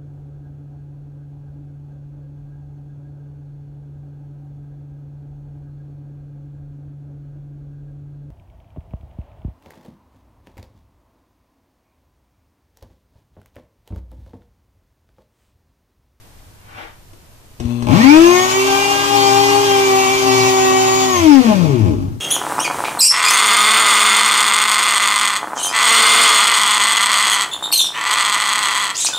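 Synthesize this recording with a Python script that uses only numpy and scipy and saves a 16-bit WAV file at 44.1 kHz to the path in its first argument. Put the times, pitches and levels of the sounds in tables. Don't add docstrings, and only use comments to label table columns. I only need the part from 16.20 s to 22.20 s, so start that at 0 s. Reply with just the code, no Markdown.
import sys
import numpy as np
from scipy import signal
from scipy.fft import rfft, irfft
from scipy.io import wavfile
from scipy.ndimage import uniform_filter1d, map_coordinates

SR = 44100
rng = np.random.default_rng(int(sys.argv[2]) if len(sys.argv) > 2 else 0)


def store_pcm(level_fs):
    pcm = np.round(np.clip(level_fs, -1, 1) * 32767).astype(np.int16)
    wavfile.write(sys.argv[1], SR, np.atleast_2d(pcm).T)


N = 264688
TIME = np.arange(N) / SR
START_S = 1.653
PULSE_HZ = 120
LEFT_LAG_SAMPLES = 15
# time_s, speed_hz
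CRUISE = [(2.88, 401.3), (2.918, 404), (3.1, 395.2), (3.378, 404.3), (3.75, 385.2), (3.85, 386),
          (3.882, 379.7), (3.894, 388.8), (3.938, 390.3), (4.116, 386.1), (4.52, 380.1), (4.87, 382.6)]


def undb(db):
    return 10 ** (np.asarray(db) / 20)


def curves(table):
    times, *columns = np.transpose(table)
    return [np.interp(TIME, times, column) for column in columns]


def gain_at(hz, points):
    pitches, db = np.transpose(points)
    return undb(np.interp(np.log(np.maximum(hz, 1)), np.log(pitches), db))


def unit(x):
    return x / np.sqrt(np.mean(x ** 2))


def colour(x, points):
    return irfft(rfft(x) * gain_at(np.fft.rfftfreq(N, 1 / SR), points), N)


def pan(db):
    return undb(np.array([[db], [-db]]) / 2)


def wander(rate_hz):
    knots = rng.standard_normal(2048)
    coarse = TIME[::32]
    return np.interp(TIME, coarse, map_coordinates(knots, [coarse * rate_hz], order=3, mode="wrap"))


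def resonate(x, hz, width_hz):
    return signal.lfilter(*signal.iirpeak(hz, hz / width_hz, SR), x)


def tone(phase, hz):
    return np.sqrt(2) * np.sin([phase - 2 * np.pi * hz * LEFT_LAG_SAMPLES / SR, phase])


def room(x, echo_db, fade_s):
    # pitch_hz, left_minus_right_db
    balance = [(700, 10), (1300, 3.5), (2400, 1), (4400, -0.5), (9000, 4)]
    t = TIME[:SR // 2]
    tail = rng.standard_normal((2, len(t))) * undb(-60 * t / fade_s) * (t > .002)
    response = undb(echo_db) * tail / np.sqrt(np.sum(tail ** 2) / 2)
    response[1, 0] += 1
    response[0, LEFT_LAG_SAMPLES] += 1
    mics = signal.fftconvolve(x[None], response, axes=1)[:, :N] / np.hypot(1, undb(echo_db))
    tilt = np.sqrt(gain_at(np.fft.rfftfreq(N, 1 / SR), balance))
    return irfft(rfft(mics) * np.array([tilt, 1 / tilt]), N)


def workshop():
    # pitch_hz, level_db
    spectrum = [(25, -3.5), (50, -9.5), (100, -8.5), (170, -18.5), (1000, -20), (1300, -24.5), (5000, -28),
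                (14400, -30.5)]
    shared = colour(rng.standard_normal(N), [(150, 2.5), (1000, -9.5), (4000, -18.5)])
    hiss = unit(colour(rng.standard_normal((2, N)) + shared, spectrum))
    drone = undb(-51.5) * unit(resonate(rng.standard_normal(N), 99.5, 17))
    return hiss * undb(-45 + .5 * wander(4.4)) + drone


def sleeve():
    # time_s, level_db
    swish = [(.35, -63), (.52, -41), (.61, -31), (.72, -47.5), (.85, -70)]
    # pitch_hz, level_db
    cloth = [(200, -15), (1000, -2.5), (1400, -6), (2250, -7), (4000, -19), (9000, -36)]
    swish_db, = curves(swish)
    fibres = rng.standard_normal(N) * undb(1.2 * wander(119))
    return room(unit(colour(fibres, cloth)) * undb(swish_db), echo_db=3.5, fade_s=.16)


def knocks():
    # start_s, click_db, thump_db
    contacts = [(0.933, -57, -54), (1.4, -38.5, -22), (1.452, -44.5, -14), (1.623, -38, -42),
                (1.65, -60, -30), (1.715, -55, -20)]
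    clicks, thumps = np.zeros(N), np.zeros(N)
    for start_s, click_db, thump_db in contacts:
        age = np.maximum(TIME - start_s, 0)
        clicks += rng.standard_normal(N) * (age > 0) * undb(click_db - 60 * age / .05)
        thumps += (age > 0) * undb(thump_db - 60 * age / .013)
    clicks = colour(clicks, [(300, 36), (1500, 17.5), (3000, 15.5), (6000, 14), (9000, 6), (14000, -7)])
    thumps = uniform_filter1d(thumps, SR // 400)
    thud = sum(resonate(thumps, pitch, width) for pitch, width in [(85, 38), (235, 26), (325, 15)])
    return room(clicks, echo_db=-2, fade_s=.3) + undb(15) * thud * pan(db=12)


def since(start_s, soft_s):
    return soft_s * np.logaddexp(0, (TIME - start_s) / soft_s)


def shaft_speed():
    free_hz, surge_share, surge_s, creep_s = 412.2, .593, .124, .395
    off_s, drag_s, friction_hz_per_s = 4.919, 1.449, 239.5
    age = since(START_S, soft_s=.014)
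    quick_surge = surge_share * np.exp(-age / surge_s)
    slow_creep = (1 - surge_share) * np.exp(-age / creep_s)
    cruise_hz, = curves(CRUISE)
    driven_hz = np.minimum(free_hz * (1 - quick_surge - slow_creep), cruise_hz)
    remaining = np.exp(-since(off_s, soft_s=.025) / drag_s)
    return np.maximum(driven_hz * remaining - friction_hz_per_s * drag_s * (1 - remaining), 0)


def effort(hz, db, octave_db, strain_db):
    rated_hz, crawl_hz = 390, 24.8
    rise_s, fall_s = .054, .24
    age = np.maximum(TIME - START_S, 0)
    strain = np.minimum(age / rise_s, 1) * np.exp(-age / fall_s)
    return db + octave_db * np.log2(np.hypot(hz, crawl_hz) / rated_hz) + strain_db * strain


def binding():
    # start_s, end_s, overtone_db, ring_db, hum_db
    spells = [(2.123, 2.275, 6.5, 3, 0), (2.487, 2.834, 8.5, -9, -1.5), (2.914, 3.403, 12, 20, 7),
              (3.47, 3.614, 11.5, 12, 3.5), (3.699, 3.943, 8, 4, 0.5), (4.05, 4.322, 11, 19.5, 11.5),
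              (4.354, 4.878, 9.5, 11, 3.5)]
    ramp_s = .076
    boosts = np.zeros((3, N))
    for start_s, end_s, *boost_db in spells:
        inside = np.clip(.5 + np.minimum(TIME - start_s, end_s - TIME) / ramp_s, 0, 1)
        boosts += np.outer(boost_db, inside)
    return boosts


def bench_boom():
    # time_s, level_db
    swell = [(4.9, -46), (5.02, -23), (5.16, -51), (5.44, -32), (5.6, -43)]
    boom_db, = curves(swell)
    coasting = np.clip((TIME - swell[0][0]) / .05, 0, 1)
    return undb(boom_db) * coasting * pan(db=11.5) * tone(2 * np.pi * 93 * TIME + .5 * wander(12), 0)


def mains_buzz():
    # time_s, level_db
    swell = [(1.39, -5.5), (1.46, 0.5), (1.51, 4), (1.58, 2), (1.74, 2), (1.85, -55.5)]
    # pulse_multiple, level_db
    buzz_tones = [(1, -26), (2, -23.5), (3, -39), (4, -46.5), (5, -47.5), (9, -48.5)]
    # pitch_hz, width_hz, level_db
    motor_rings = [(2630, 120, 0), (3470, 87, 0), (4120, 110, 1), (6170, 150, -2), (8160, 310, -8)]
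    pulse = 2 * np.pi * PULSE_HZ * TIME
    buzz = 0
    for k, db in buzz_tones:
        gain = undb(db + .49 * wander(23.6))
        buzz += gain * tone(k * pulse + rng.uniform(0, 2 * np.pi), k * PULSE_HZ)
    sparks = rng.standard_normal((2, N)) * undb(3.2 * np.cos(pulse))
    fizz = unit(colour(sparks, [(1000, 4), (1900, -11), (2600, -3), (4200, -12), (9000, -19)]))
    ringing = unit(sum(undb(db) * resonate(sparks, pitch, width) for pitch, width, db in motor_rings))
    buzz += undb(-40) * fizz + undb(-48.5) * ringing
    swell_db, = curves(swell)
    switched_on = np.clip((TIME - swell[0][0]) / .02, 0, 1)
    return buzz * undb(swell_db - 4) * pan(db=11) * switched_on


def mains_beats(hz, angle):
    # shaft_multiple, pulse_multiple, level_db, left_minus_right_db
    side_tones = [(0, 1, -38.5, 9.5), (1, -1, -32.5, 22.5), (1, 1, -58, 3), (1.998, -1, -41, 0),
                  (2.002, 1, -41, 20.5), (3, -1, -37.5, 17.5)]
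    pulse = 2 * np.pi * PULSE_HZ * TIME
    powered, = curves([(1.75, 0), (2.2, 1), (4.92, 1), (5.08, 0)])
    _, _, hum_db = binding()
    beats = 0
    for multiple, k, db, pan_db in side_tones:
        phase = round(multiple) * angle + k * pulse + .4 * wander(30)
        boost_db = hum_db * (1 if multiple == 0 else .4)
        gain = undb(db + boost_db - 2.5 + 2 * wander(11))
        beats += gain * pan(pan_db) * tone(phase, multiple * hz + k * PULSE_HZ)
    return beats * powered


def air_and_bearings(hz, angle):
    # pitch_hz, level_db
    air_spectrum = [(40, -28), (100, -19), (500, -22.5), (1500, -13), (2500, -6.5), (4000, -10.5),
                    (6500, -9), (7500, -15), (9500, -21), (14400, -23)]
    # pitch_hz, level_db
    rattle_spectrum = [(40, -31), (100, -15), (550, -11), (800, -8), (1050, -1), (1250, 0), (1500, -15),
                       (3000, -92)]
    boost_db, _, _ = binding()
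    air_db = effort(hz, db=-22, octave_db=9.5, strain_db=8)
    rattle_db = effort(hz, db=-25, octave_db=6.5, strain_db=18) + .17 * boost_db
    current = np.cos(2 * np.pi * PULSE_HZ * TIME)
    turning = np.clip(hz / 8, 0, 1)
    throb = undb(2.3 * np.cos(angle) + 1.2 * current + .59 * wander(40))
    grit = rng.standard_normal(N) * undb(2.4 * wander(300))
    air = unit(colour(grit * throb, air_spectrum)) * undb(air_db) * turning
    chatter = rng.standard_normal(N) * undb(.8 * current + 3.1 * np.cos(angle))
    rattle = unit(colour(chatter, rattle_spectrum)) * undb(rattle_db) * turning
    return room(air, echo_db=12, fade_s=.19) + room(rattle, echo_db=-1.5, fade_s=.15)


def coupling_clatter(angle):
    # time_s, level_db, rise_db_per_s, fall_db_per_s
    bursts = [(1.73, -22.5, 133, 145), (5.29, -21, 114, 97), (5.68, -32.5, -2.5, 62)]
    # pitch_hz, width_hz, level_db
    frame_rings = [(639, 27, -2), (842, 23, -3), (897, 41, 0.5), (1023, 28, -2.5), (2360, 300, -16)]
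    bursts_db = [db - np.maximum(rise * (s - TIME), fall * (TIME - s)) for s, db, rise, fall in bursts]
    whole_turns = np.floor((angle + .08 * wander(120)) / (2 * np.pi))
    strikes = np.diff(whole_turns, prepend=0) * undb(3 * wander(150)) * (angle > 1)
    frame = sum(undb(db) * resonate(strikes, pitch, width) for pitch, width, db in frame_rings)
    return room(unit(frame) * undb(np.max(bursts_db, axis=0)), echo_db=-1, fade_s=.086)


def fan_whistle(hz, angle):
    # pitch_hz, level_db
    strength = [(3000, -63), (5200, -32), (5900, -47), (6350, -26.5), (6900, -28), (7200, -34.5),
                (7400, -47)]
    blades = 18
    whistle = undb(1.5 * wander(30)) * np.sin(blades * angle)
    octave = undb(-14 + 2 * wander(30)) * np.sin(2 * blades * angle)
    fan = np.sqrt(2) * gain_at(blades * hz, strength) * (whistle + octave)
    return room(fan, echo_db=1.5, fade_s=.092)


def shaft_hum(hz, angle):
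    # time_s, level_db, left_minus_right_db
    hum_levels = [(2.2, -22.5, -6), (2.31, -36.5, -28), (2.38, -15.5, -4.5), (2.82, -28.5, -2),
                  (3.03, -18.5, 4), (3.72, -15, -4.5), (3.86, -21.5, -5.5), (4.14, -15.5, 3.5),
                  (4.37, -17, -5), (4.44, -22, -19.5), (4.76, -26, -23), (4.95, -20, 0)]
    # pitch_hz, level_db
    overtones = [(450, -28.5), (620, -28.5), (760, -29), (810, -27), (870, -23), (960, -23), (1090, -27),
                 (1170, -33)]
    hum_db, pan_db = curves(hum_levels)
    boost_db, _, _ = binding()
    slow_db = 30 * np.log2(np.clip(hz / 345, .01, 1))
    first = undb(hum_db + slow_db + np.array([pan_db, -pan_db]) / 2) * tone(angle, hz)
    wobbly = angle + 1.4 * np.clip(1 - hz / 340, 0, 1) * wander(70)
    second = undb(boost_db + 2.03 * wander(14)) * tone(2 * wobbly, 2 * hz)
    third = undb(.26 * boost_db + 6.6 * np.tanh(wander(16))) * tone(3 * wobbly, 3 * hz)
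    return first + (gain_at(2 * hz, overtones) * second + gain_at(3 * hz, overtones) * third) * pan(db=9)


def motor_whine(hz, angle):
    # pitch_hz, level_db
    housing_spectrum = [(1400, -3.5), (1950, -2), (2350, 4), (2750, -2), (3300, -5), (4200, -19),
                        (5500, -22.5)]
    # pitch_hz, level_db
    metal_spectrum = [(2500, -47), (4200, 6), (5700, -0.5), (6800, -4), (8000, -10), (9500, -40),
                      (14500, 4)]
    # time_s, level_db
    squeal_swell = [(1.74, -62), (1.82, -17.5), (1.93, -17.5), (2.08, -49)]
    boost_db, ring_boost_db, _ = binding()
    housing_db = effort(hz, db=-25.5, octave_db=13, strain_db=16) + .29 * boost_db
    metal_db = effort(hz, db=-49, octave_db=4, strain_db=24) + ring_boost_db
    housing, metal = 0, 0
    for k in range(4, 30):
        flicker = undb(5.9 * np.tanh(wander(16)))
        phase = k * angle + rng.uniform(0, 2 * np.pi) + .5 * wander(30)
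        overtone = flicker * np.sin(phase) * np.clip(k * hz / 700 - 1, 0, 1)
        housing += gain_at(k * hz, housing_spectrum) * overtone
        metal += gain_at(k * hz, metal_spectrum) * overtone
    squeal_db, = curves(squeal_swell)
    squeal = np.sin(8 * angle + .5 * wander(90)) + undb(-10) * np.sin(17 * angle + .5 * wander(90))
    whine = unit(housing) * undb(housing_db) + unit(metal) * undb(metal_db) + squeal * undb(squeal_db + 1)
    return room(whine * np.clip(hz / 40 - 1, 0, 1), echo_db=-1, fade_s=.25)


def unbalance_db(hz):
    critical_hz = np.where(TIME < CRUISE[0][0], 359.2, 320.5)
    centred = np.clip(.5 + (hz - critical_hz) / 52, 0, 1) ** 2
    dead_spot = np.exp(-((hz - 240.8) / 6.4) ** 2)
    stuck = np.clip(1 - (TIME - START_S) / .053, 0, 1)
    return effort(hz, db=2, octave_db=5, strain_db=3) - 26 * centred - 6 * stuck - 17.5 * dead_spot


def bench_shake(hz, angle):
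    # pitch_hz, width_hz, left_db, right_db
    bench_rings = [(95.9, 2.2, -12, 3), (109.7, 5.2, 6, -8), (142, 9.3, -5, -8), (172.5, 38, -1.5, -36),
                   (226.1, 7.1, -0.5, -3.5), (271.3, 41, 4, -61), (310, 56, -8, -12)]
    knocking = sum(k ** -.8 * undb(4.4 * wander(14)) * np.sin(k * angle) for k in range(2, 9))
    jolts = unit(resonate(rng.standard_normal(N), 165, 210))
    slowness = undb(3.8 * np.exp(-hz / 60)) / (1 + (hz / 176) ** 4)
    looseness = colour(slowness * (knocking + undb(-7) * jolts), [(340, -3), (520, -8.5)])
    push = (np.sin(angle) + looseness) * undb(unbalance_db(hz)) * np.minimum(hz / 10, 1)
    return sum(resonate(push, pitch, width) * undb([[left], [right]])
               for pitch, width, left, right in bench_rings)


def scene():
    hz = uniform_filter1d(shaft_speed(), SR // 40) * (1 + .001014 * wander(25))
    angle = 2 * np.pi * np.cumsum(hz) / SR
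    up_to_speed = np.clip(hz / 110 - 1, 0, 1)
    bench = bench_shake(hz, angle) + bench_boom()
    tones = (shaft_hum(hz, angle) + fan_whistle(hz, angle)) * up_to_speed
    mains = mains_buzz() + mains_beats(hz, angle)
    treble = motor_whine(hz, angle) + air_and_bearings(hz, angle) + coupling_clatter(angle)
    return bench + tones + mains + treble + knocks() + sleeve() + workshop()


def record(dry):
    top_hz = 14650
    clipped = np.clip(dry, -.98, .98)
    return signal.sosfilt(signal.ellip(10, .2, 70, top_hz, fs=SR, output="sos"), clipped)


dry = scene()
out = record(dry)
store_pcm(out)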